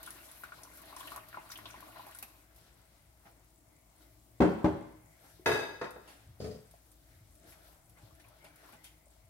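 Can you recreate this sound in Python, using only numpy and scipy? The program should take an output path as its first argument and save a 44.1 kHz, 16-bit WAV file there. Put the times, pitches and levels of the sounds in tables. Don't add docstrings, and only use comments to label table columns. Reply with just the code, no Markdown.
import sys
import numpy as np
from scipy import signal
from scipy.fft import rfft, irfft, next_fast_len
from scipy.io import wavfile
from scipy.ndimage import uniform_filter1d

SR = 44100
rng = np.random.default_rng(int(sys.argv[2]) if len(sys.argv) > 2 else 0)


def volts_from_decibels(level):
    exponent = np.asarray(level, float) / 20
    return 10 ** exponent


def pcm_store(signal):
    levels = np.round(np.clip(np.atleast_2d(signal), -1, 1) * 32767)
    wavfile.write(sys.argv[1], SR, levels.astype(np.int16).T)


N = 409688

# frequency in Hz, level in dB per Hz.
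KITCHEN_COLOUR = [(15, -47.5), (25, -52.5), (37, -5.5), (59, -3.5), (120, -7.5), (242, -15.5), (301, -27.5),
                  (439, -23), (659, -16.5), (962, -21.5), (1040, -22), (2050, -31.5), (2990, -30),
                  (9570, -29), (16000, -29.5)]
# frequency in Hz, width in Hz, level in dB.
FRIDGE_CASE = [(111, 16, -75), (159, 12, -82.5), (310.6, 86, -77), (641.5, 99, -76.5), (2120, 470, -79)]
# frequency in Hz, t60 in seconds.
ROOM_T60 = [(60, 0.59), (300, 0.55), (1500, 0.76), (5000, 0.85), (14000, 0.64)]
OCTAVES_HZ = 30 * 2.0 ** np.arange(10)

# peak time in seconds, peak level in dB, length in seconds.
JOLTS = [
    (4.43, -53.5, 0.13),
    (5.48, -84, 0.6),
]
# start in seconds, peak level in dB, pitch in Hz.
BUMPS = [(5.395, -43, 360), (5.527, -33.5, 117), (5.699, -47.5, 99), (6.266, -42.5, 79),
         (6.289, -43.5, 112.5), (6.329, -48, 85.2), (6.449, -46, 120), (6.519, -47, 123),
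         (7.164, -46.5, 84), (7.209, -46.5, 105), (7.299, -52, 77), (7.479, -52.5, 82.14), (8.03, -47, 112),
         (8.119, -49, 81.7), (9.239, -52, 98.3)]

# start in seconds, peak level in dB, treble over body in dB (hardness).
DRAWER_BLOWS = [
    (5.456, -50, -7),
    (5.4585, -16, 0),
    (5.489, -21.5, -12),
    (5.514, -23.5, 2.5),
    (5.544, -25, -2.5),
    (5.59, -27.5, -1.5),
    (5.629, -34, -2.5),
    (5.69, -36, -17.5),
]
# start in seconds, peak level in dB, treble over body in dB.
SECOND_BLOWS = [
    (5.812, -24, 5.5),
    (5.839, -29.5, 7.5),
    (5.864, -38, -14),
    (5.959, -36.5, -24),
]
# start in seconds, peak level in dB, treble over body in dB.
SHUT_BLOWS = [
    (6.388, -55, -6),
    (6.399, -27.5, -4.5),
    (6.41, -34, 0.5),
    (6.439, -27, -2.5),
    (6.471, -35, -3),
    (6.508, -38, 1),
    (6.545, -39, -1.5),
]
# frequency in Hz, level in dB per Hz.
DRAWER_THUD = [(24, -41), (40, -10), (120, -5.5), (200, -10.5), (417, 1), (1020, -8), (1640, -9),
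               (2220, -17), (2640, -21.5), (2920, -21.5), (3740, -22), (6320, -31), (6980, -33),
               (11800, -34), (15500, -45)]
SECOND_THUD = [(35, -33), (60, -13), (200, -7.5), (370, -4.5), (432, -3.5), (839, -10), (1670, -14),
               (2720, -32.5), (4840, -39), (12000, -59), (15600, -78.5), (22000, -120)]
SHUT_THUD = [(24, -47), (40, -8.5), (160, 3), (346, -9.5), (432, -1.5), (740, -17), (860, -28),
             (1000, -24.5), (2710, -31.5), (4910, -30), (15000, -45)]
# frequency in Hz, level in dB, t60 in seconds.
TRAY = [(407.3, -5.5, .25), (433, -12, .2), (565, -13, 0.14), (905, -8.5, .25), (1139, -17, 0.22),
        (1343, -7.5, 0.16), (2012, -10.5, .2)]
UTENSILS = [(1654, -3.5, 0.27), (2570, -8, .4), (3634, -13.5, .3), (3770, -11, 0.24), (4860, -13, .25),
            (4940, -18, .25), (5800, -27, 0.25), (6230, -17, .25), (6340, -26, 0.18), (7770, -24.5, .2),
            (9350, -24.5, .2), (11780, -20, .25)]
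FRONT = [(126, -6.5, 0.17), (200, -2.5, 0.12), (427, -8, 0.18), (607, -8, 0.17), (734, -12, 0.14)]
SPOON = [(4850, -13, 0.097), (4300, -21, 0.033)]

# peak time in seconds, peak level in dB, length in seconds, wet hiss over swish in dB.
MOVES = [(2.6, -66, 1, -5), (3.272, -62, 0.12, -18), (4.025, -66, 0.19, -1.5), (5.25, -61.5, 0.26, -0.5),
         (6.077, -62, 0.52, -9), (6.641, -73, 0.72, -2), (7.105, -75, 0.46, 7), (7.486, -61.5, 0.24, 0),
         (7.673, -65, 0.19, 0.5), (8.024, -65.5, 0.38, -6), (8.262, -68, 0.41, -18.5),
         (8.437, -68, 0.21, -13), (8.643, -60.5, 0.33, -7), (8.845, -73, 0.035, 20),
         (9.12, -71.5, 0.076, -1)]
# frequency in Hz, level in dB per Hz.
SWISH = [(180, -28), (300, 4), (385, -6), (818, -6.5), (1190, -13), (1320, -5.5), (2720, -17), (6000, -20),
         (7800, -70.5), (13200, -120)]
# peak time in seconds, peak level in dB, length in seconds, first pitch in Hz, last pitch in Hz.
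DRAGS = [(7.97, -70.5, 0.047, 1900, 2270), (8.01, -71, 0.13, 650, 606), (8.11, -71, .06, 900, 1296),
         (8.2, -67.5, .07, 1600, 2090), (8.26, -67, .09, 1293, 863), (8.25, -70.5, .05, 2500, 2450),
         (8.32, -68, .06, 900, 1400), (8.43, -62, 0.13, 2090, 2350), (8.51, -75, 0.059, 1600, 1500),
         (8.66, -65, .12, 1106, 1400), (8.73, -67, .06, 1300, 1600), (8.79, -68, 0.074, 2100, 1980),
         (8.86, -63, .07, 3200, 3200)]
# start in seconds, peak level in dB, pitch in Hz.
STIR_PLOPS = [
    (6.739, -49.5, 693),
    (7.523, -49, 2140),
    (8.242, -51, 2350),
    (8.442, -50, 590),
    (8.689, -50, 1030),
    (8.842, -61, 2460),
    (9.067, -56, 610),
]
# start in seconds, peak level in dB, pitch in Hz.
STIR_TICKS = [(5.9073, -43.5, 10870), (6.7115, -48, 9990), (6.917, -49.5, 9000), (7.354, -52, 9700),
              (7.5082, -48.5, 10500), (7.8963, -50, 10900), (8.1522, -54, 10200), (8.2849, -50.5, 11200),
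              (8.4426, -50, 11200), (8.5593, -48, 11100), (8.7249, -47, 11580), (8.8436, -42.5, 9600)]
# start in seconds, peak level in dB, treble over body in dB, t60 in seconds.
SCRAPES = [
    (2.227, -32.5, -10, 0.07),
    (3.254, -38, -33, 0.13),
    (6.075, -44, 0.5, 0.41),
    (7.523, -50, 4, 0.086),
    (7.971, -46, -10, 0.22),
    (8.197, -60, 14.5, 0.099),
    (8.444, -40, -5.5, 0.18),
    (8.689, -47, -14, 0.2),
    (8.729, -37.5, -14, 0.15),
    (8.843, -70, 28, 0.26),
]
# frequency in Hz, level in dB per Hz.
SCRAPE = [(240, -13), (400, -22), (816, -4.5), (994, -14), (2220, -13.5), (7240, -24.5), (11200, -19),
          (15000, -43)]

# start in seconds, peak level in dB, treble over body in dB.
MUG_BLOWS = [
    (4.389, -73, 2.5),
    (4.4025, -8.5, -4.5),
    (4.417, -12.5, -0.5),
    (4.431, -13.5, -15.5),
    (4.443, -15, -6.5),
    (4.453, -16, -11.5),
]
# start in seconds, peak level in dB, treble over body in dB.
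SETTLE_BLOWS = [
    (4.6435, -12, -4.5),
    (4.659, -19.5, -1.5),
    (4.679, -27, -1),
    (4.81, -40.5, -14),
]
# frequency in Hz, level in dB per Hz.
MUG_THUD = [(24, -66.5), (50, -25), (100, -7.5), (145, -16), (200, -7.5), (306, -9), (355, -15), (392, -7),
            (514, -14.5), (800, -15), (1500, -27), (15000, -64)]
# frequency in Hz, level in dB, t60 in
# seconds.
MUG_ON_COUNTER = [(111.4, -12, .2), (155, -18, 0.12), (183.5, -5.5, .15), (247.6, -3, 0.12), (305, 0.5, 0.099),
                  (393, -8, 0.3), (445, -14, 0.14), (563.4, -7.5, .3), (610, -16, .3), (700, -16.5, 0.3),
                  (741, -22, .3), (825, -15, 0.3), (910, -17.5, 0.15), (1010, -22, 0.3),
                  (1210, -24, .2), (1320, -24, .2), (1457, -21.5, .2), (1600, -31, .15), (1755, -29, .2),
       (1970, -31, .15)]

# time in seconds, flow in dB.
POUR = [
    (0.0, -60.5),
    (0.15, -59.5),
    (0.33, -63),
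    (0.81, -61),
    (1.12, -56.5),
    (1.25, -63.5),
    (1.58, -59.5),
    (2.05, -59),
    (2.45, -74.5),
]
# peak time in seconds, peak level in dB, length in seconds.
SPURTS = [
    (0.05, -57, 0.14),
    (0.33, -61, 0.34),
    (0.8, -71.5, 0.245),
    (1.0, -47.5, 0.051),
    (1.12, -56, 0.067),
    (1.52, -45.5, 0.041),
    (2.22, -66, 0.081),
]
# start in seconds, peak level in dB, pitch in Hz.
BUBBLES = [(0.075, -38, 1380), (0.436, -35.5, 1410), (0.521, -38.5, 1370), (0.927, -44, 1090),
           (0.965, -40, 1010), (1.008, -39.5, 1040), (1.072, -47, 1330), (1.119, -35, 1170),
           (1.161, -37.5, 1140), (1.176, -38.5, 1110), (1.235, -51, 1810), (1.329, -43, 1670),
           (1.344, -36, 1310), (1.372, -34, 916), (1.5, -42, 1300), (1.52, -45, 1850), (1.535, -51, 1990),
           (1.587, -46, 1160), (1.588, -46, 1900), (1.61, -50, 1100), (1.657, -43.5, 1050),
           (1.702, -47.5, 1340), (1.742, -42, 950), (1.826, -45, 990), (1.96, -45, 950), (1.995, -41, 940),
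           (2.067, -45, 800), (2.149, -50, 1370), (2.227, -49, 1570)]
# start in seconds, peak level in dB, pitch in Hz.
CHIRPS = [(0.0643, -40, 3270), (0.2882, -46, 3440), (0.634, -36, 5740), (0.9632, -37, 5460),
          (1.0051, -35.5, 3250), (1.075, -34, 2990), (1.5035, -36, 5800), (1.5189, -31, 5360),
          (1.5569, -32, 3050), (1.6561, -36, 3150), (1.6565, -33, 3830), (1.7085, -37.5, 5900),
          (2.0313, -57, 3820), (2.2268, -40, 2560)]
# start in seconds, peak level in dB, pitch in Hz.
TICKS = [(0.0303, -36, 11600), (0.0628, -38, 9800), (0.1058, -35.5, 9900), (0.2548, -47.5, 11500),
         (0.2882, -51, 9780), (0.3147, -42, 10200), (0.4363, -39.5, 12470), (0.621, -54, 9560),
         (0.6342, -40.5, 9640), (0.8177, -44, 11900), (0.9654, -40.5, 9300), (0.9842, -47, 11100),
         (1.059, -44, 11800), (1.072, -38, 12260), (1.1047, -45, 9700), (1.1614, -35, 11490),
         (1.286, -42.5, 12960), (1.491, -47, 11600), (1.517, -42, 11700), (1.5756, -38.5, 11800),
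         (1.685, -47, 12950), (1.8063, -43, 11800), (2.04, -55, 11800), (2.0672, -44, 11700),
         (2.149, -40, 9900), (2.1874, -35.5, 12300), (2.2264, -31.5, 11970), (0.3586, -49, 11000),
         (0.4179, -50, 12200), (0.7731, -44, 11800), (0.8574, -47, 11100), (1.2351, -60, 11300),
         (1.7035, -49, 8900), (1.9155, -59, 11700), (1.9839, -52, 11400), (2.0852, -46, 12200),
         (2.1111, -46, 11500), (2.1625, -48, 11500), (2.172, -45, 11000), (2.285, -56, 9300),
         (2.5618, -49, 12400), (2.5827, -51, 13500)]
# frequency in Hz, level in dB.
PAN_RING = (2140, -15)
# frequency in Hz, level in dB per Hz.
GURGLE = [(120, -49), (200, -32), (302, 2), (481, -29.5), (634, 2.5), (746, -7.5), (3570, -21.5),
          (4000, -14.5), (5200, -24.5), (8800, -120)]
SPRAY = [(1530, 0.5), (2600, -8), (3820, 1), (4900, -1.5), (5620, 0.5), (6730, -3), (9820, 1), (11800, 6),
         (15800, -5.5)]
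NO_BASS = [(700, -70)]


def on_log(table, hz):
    f, v = np.transpose(table)
    return np.interp(np.log(np.maximum(hz, 1)), np.log(f), v)


def unit(x):
    return x / np.sqrt(np.mean(x ** 2) + 1e-30)


def shaped(x, gain):
    n = next_fast_len(x.shape[-1])
    f = np.arange(n // 2 + 1) * SR / n
    return irfft(rfft(x, n) * gain(f), n)[..., :x.shape[-1]]


def octave(f, hz):
    return np.cos(np.pi / 2 * np.clip(np.log2(np.maximum(f, 1) / hz), -1, 1)) ** 2


def pair(size, apart_hz=700):
    mid, side = rng.standard_normal((2, size))
    side = shaped(side, lambda f: f / np.hypot(f, apart_hz))
    return np.array([mid + side, mid - side]) / np.sqrt(2)


def walk(rate):
    k = int(SR / rate)
    steps = np.repeat(rng.standard_normal(N // k + 1), k)
    return unit(uniform_filter1d(uniform_filter1d(steps, k), k)[:N])


def hiss(colour, flicker_db, rate):
    n, out = next_fast_len(N), 0
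    f = np.arange(n // 2 + 1) * SR / n
    source = rfft(pair(n)) * volts_from_decibels(on_log(colour, f))
    for hz in OCTAVES_HZ:
        band = irfft(source * octave(f, hz), n)[:, :N]
        out = out + volts_from_decibels(flicker_db * walk(rate)) * band
    return unit(out)


def burst(colour, t, t60, treble_db, rise):
    noise = shaped(pair(len(t), apart_hz=1500), lambda f: volts_from_decibels(on_log(colour, f)))
    bright = shaped(noise, lambda f: f ** 2 / (f ** 2 + 1500 ** 2))
    fade = np.minimum(t / rise, 1) ** 2 * volts_from_decibels(-60 * t / t60)
    return ((noise - bright) * fade + volts_from_decibels(treble_db) * bright * fade ** 0.86) / noise.std()


def flow_gain():
    s, db = np.transpose(POUR)
    gain = volts_from_decibels(np.interp(np.arange(N) / SR, s, db, -150, -150))
    return uniform_filter1d(gain, size=600, mode="nearest")


def swells(rows):
    t = np.arange(N) / SR
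    rise_share, edge_db = 0.28, -14
    gains = []
    for s, db, length, *_ in rows:
        away = np.maximum((s - t) / rise_share, (t - s) / (1 - rise_share)) / length
        gains.append(volts_from_decibels(db + edge_db * away))
    return gains


def add(out, s, sound):
    i = int(s * SR)
    out[:, i:i + sound.shape[-1]] += sound[..., :N - i]


def pops(events, cycles, glide):
    out = np.zeros((2, N))
    for s, db, hz in events:
        turns = np.arange(int(5 * cycles * SR / hz)) * hz / SR
        swell = (1 - np.exp(-turns / 0.26)) * np.exp(-turns / cycles)
        add(out, s, volts_from_decibels(db) * swell * np.sin(2 * np.pi * turns * (1 + glide * turns / cycles)))
    return out


def swarm(count, low_hz, high_hz, gain, spread_db):
    when, size, pitch = rng.random((count, 3)).T
    live = np.flatnonzero(gain > 1e-6)
    at = live[(when * len(live)).astype(int)]
    db = 20 * np.log10(gain[at]) + spread_db * size ** 3
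    return np.c_[at / SR, db, low_hz * (high_hz / low_hz) ** pitch]


def ticks(events, cycles):
    t = np.arange(SR // 10) / SR
    out = volts_from_decibels(4.5) * pops(events, cycles, glide=0.0037)
    out = out + volts_from_decibels(-0.5) * pops(events, cycles=0.6, glide=0.15)
    for s, db, _ in events:
        add(out, s, volts_from_decibels(db - 18) * burst(NO_BASS + SPRAY, t, t60=0.067, treble_db=6.5, rise=0.00053))
    return out


def blows(events, colour, thud_t60, modes, longest, split, ring_db, upper_db, rise, detune):
    out, t = np.zeros((2, N)), np.arange(SR // 2) / SR
    for s, db, treble_db in events:
        ring = 0
        for hz, mode_db, t60 in modes:
            t60 = min(t60, longest * (split / hz) ** 0.221)
            level_db = mode_db + (upper_db + treble_db) * (hz > split)
            fade = volts_from_decibels(level_db - 60 * t / t60)
            for size, off in rng.standard_normal((3, 2)):
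                ring = ring + fade * volts_from_decibels(0.94 * size) * np.sin(2 * np.pi * hz * (1 + detune * off) * t)
        thud = burst(colour, t, thud_t60, treble_db, rise=rise)
        add(out, s, volts_from_decibels(db - 9) * (thud + volts_from_decibels(ring_db) * np.minimum(t / rise, 1) * ring))
    return out


def room(x, wet_db, near_db, near_t60):
    t, tail = np.arange(int(0.7 * SR)) / SR, 0
    noise = pair(len(t), apart_hz=500)
    for hz in OCTAVES_HZ:
        band = shaped(noise, lambda f: octave(f, hz))
        tail = tail + band * volts_from_decibels(-60 * t / on_log(ROOM_T60, hz))
    tail = tail * np.clip((t - 0.003) / 0.0061, 0, 1)
    near = pair(len(t), apart_hz=500) * volts_from_decibels(-60 * t / near_t60) * (t > 0.002)
    both = 0
    for db, part in ((wet_db, tail), (near_db, near)):
        both = both + volts_from_decibels(db) * part / np.sqrt(np.sum(part ** 2) / 2)
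    return x + signal.fftconvolve(x.mean(0)[None], both, axes=1)[:, :N]


def toward_left(x, db):
    return x * volts_from_decibels(np.array([[db / 2], [-db / 2]]))


def kitchen():
    motor_hz = 57.2 + 2.145 * walk(9.4)
    motor = volts_from_decibels(-66.5 + 1.5 * walk(15)) * np.sin(2 * np.pi * np.cumsum(motor_hz) / SR)
    fading_db = 0.44 * np.arange(N) / SR
    case = 0
    for hz, width, db in FRIDGE_CASE:
        tone = unit(shaped(pair(N), lambda f: 1 / (1 + ((f - hz) / width * 2) ** 2)))
        case = case + volts_from_decibels(db + 2.7 * walk(11) + 3.4 * walk(3.5) - fading_db * (hz > 1000)) * tone
    return volts_from_decibels(-66.5) * hiss(KITCHEN_COLOUR, 1.46, 14) + motor + case


def simmer():
    since = np.arange(N) / SR - 2.3
    gain = (volts_from_decibels(-69.5 + 0.13 * since) + sum(swells(JOLTS))) * (since > 0)
    bubbles = swarm(count=1500, low_hz=7100, high_hz=15320, gain=gain, spread_db=16)
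    return volts_from_decibels(1.5) * pops(bubbles, cycles=4.0, glide=0.012)


def floor_bumps():
    return volts_from_decibels(-2.0) * pops(BUMPS, cycles=1.96, glide=-0.0052)


def drawer_knocks():
    modes = TRAY + UTENSILS
    first = blows(DRAWER_BLOWS, DRAWER_THUD, 0.25, modes, longest=0.39, split=1500,
                  ring_db=-11, upper_db=3.0, rise=0.0025, detune=0.0071)
    second = blows(SECOND_BLOWS, SECOND_THUD, 0.12, modes, longest=0.15, split=4000,
                   ring_db=-18, upper_db=-4.0, rise=0.003, detune=0.0078)
    return first + second


def drawer_shut():
    return blows(SHUT_BLOWS, SHUT_THUD, 0.24, FRONT + SPOON, longest=0.12, split=3000,
                 ring_db=-8, upper_db=5.5, rise=0.005, detune=0.0092)


def moves():
    passes = swells(MOVES)
    swish = sum(passes)
    wet = sum(gain * volts_from_decibels(row[-1]) for gain, row in zip(passes, MOVES))
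    pockets = swarm(count=700, low_hz=602, high_hz=3900, gain=swish, spread_db=8)
    sticky = volts_from_decibels(-7.0) * pops(pockets, cycles=5.1, glide=0.04)
    rub = volts_from_decibels(-1.0) * swish * hiss(SWISH, 2.8, 25)
    return sticky, rub + wet * hiss(NO_BASS + SPRAY, 3.2, 21)


def drags():
    out, t, width_hz = 0, np.arange(N) / SR, 260
    flutter = shaped(rng.standard_normal((2, 2, N)), lambda f: 1 / (1 + (2 * f / width_hz) ** 4))
    flutter = unit(flutter[:1] + 0.67 * flutter)
    for gain, (s, _, length, from_hz, to_hz) in zip(swells(DRAGS), DRAGS):
        on = slice(int((s - length) * SR), int((s + 2 * length) * SR))
        hz = np.interp(t[on], [s - length / 2, s + length / 2], [from_hz, to_hz])
        turn = 2 * np.pi * np.cumsum(hz) / SR
        wet = flutter[:, 0, on] * np.sin(turn) + flutter[:, 1, on] * np.cos(turn)
        out = out + np.pad(gain[on] * wet, [(0, 0), (on.start, N - on.stop)])
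    return out


def scrapes():
    out, t = np.zeros((2, N)), np.arange(SR // 3) / SR
    for s, db, treble_db, t60 in SCRAPES:
        add(out, s, volts_from_decibels(db - 13.5) * burst(SCRAPE, t, t60, treble_db, rise=0.00074))
    return out


def mug_down():
    modes = MUG_ON_COUNTER
    knock = blows(MUG_BLOWS, MUG_THUD, 0.11, modes, longest=0.097, split=1000,
                  ring_db=-6.5, upper_db=4.5, rise=0.0028, detune=0.0068)
    settle = blows(SETTLE_BLOWS, MUG_THUD, 0.089, modes, longest=0.11, split=1500,
                   ring_db=-7.5, upper_db=1, rise=0.0014, detune=0.0084)
    return knock + settle


def drumming():
    low = shaped(pair(N), lambda f: np.exp(-np.log2(np.maximum(f, 1) / 220) ** 2 / 3.6))
    return volts_from_decibels(-8.5) * volts_from_decibels(2 * walk(20)) * flow_gain() * unit(low)


def pour():
    flow = flow_gain()
    spray = volts_from_decibels(0.5) * flow + sum(swells(SPURTS)) * (flow > 1e-6)
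    small = swarm(count=450, low_hz=950, high_hz=3250, gain=flow, spread_db=9)
    fine = swarm(count=900, low_hz=8700, high_hz=15800, gain=spray, spread_db=12)
    ping_hz, ping_db = PAN_RING
    pings = [(s, db + ping_db, ping_hz) for s, db, _ in BUBBLES]
    bubbles = volts_from_decibels(4.5) * pops(BUBBLES, cycles=1.84, glide=0.0088)
    bubbles = bubbles + volts_from_decibels(-2.5) * pops(CHIRPS, cycles=2.6, glide=0.0066)
    bubbles = bubbles + pops(pings, cycles=5.1, glide=0.003)
    bubbles = bubbles + volts_from_decibels(3.5) * pops(small, cycles=2.36, glide=0.017)
    droplets = volts_from_decibels(6.0) * pops(fine, cycles=0.71, glide=0.023) + ticks(TICKS, cycles=7.0)
    wash = volts_from_decibels(0.5) * flow * hiss(GURGLE, 3.9, 26.2) + volts_from_decibels(-3) * spray * hiss(NO_BASS + SPRAY, 3, 30)
    return bubbles, droplets, wash


def scene():
    bubbles, droplets, wash = pour()
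    sticky, swish = moves()
    bubbles = bubbles + pops(STIR_PLOPS, cycles=2.1, glide=0.0081) + scrapes() + sticky
    droplets = droplets + ticks(STIR_TICKS, cycles=3.4) + simmer()
    water = room(bubbles, wet_db=-6, near_db=2.8, near_t60=0.09)
    water = water + room(droplets, wet_db=-10, near_db=-6, near_t60=0.1)
    mug = room(mug_down(), wet_db=-2.5, near_db=-3.5, near_t60=0.089)
    drawer = room(drawer_knocks() + floor_bumps(), wet_db=-5, near_db=-2.5, near_t60=0.26)
    drawer = drawer + room(drawer_shut(), wet_db=-11, near_db=-1.5, near_t60=0.23)
    near = toward_left(water, 0.85) + toward_left(mug, 1.3) + toward_left(drawer, 1.8)
    thin = signal.sosfilt(signal.butter(2, 65, "high", fs=SR, output="sos"), near)
    return thin + toward_left(wash + swish + drags() + drumming() + kitchen(), 3.5)


def roll_off(x):
    return signal.sosfilt(signal.butter(12, 16620, fs=SR, output="sos"), x)


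def record(dry):
    right_lag, top_hz = 5, 15850
    spaced = np.array([dry[0], np.roll(dry[1], right_lag)])
    mix = shaped(spaced, lambda f: f < top_hz)
    return roll_off(mix)


dry = scene()
out = record(dry)
pcm_store(out)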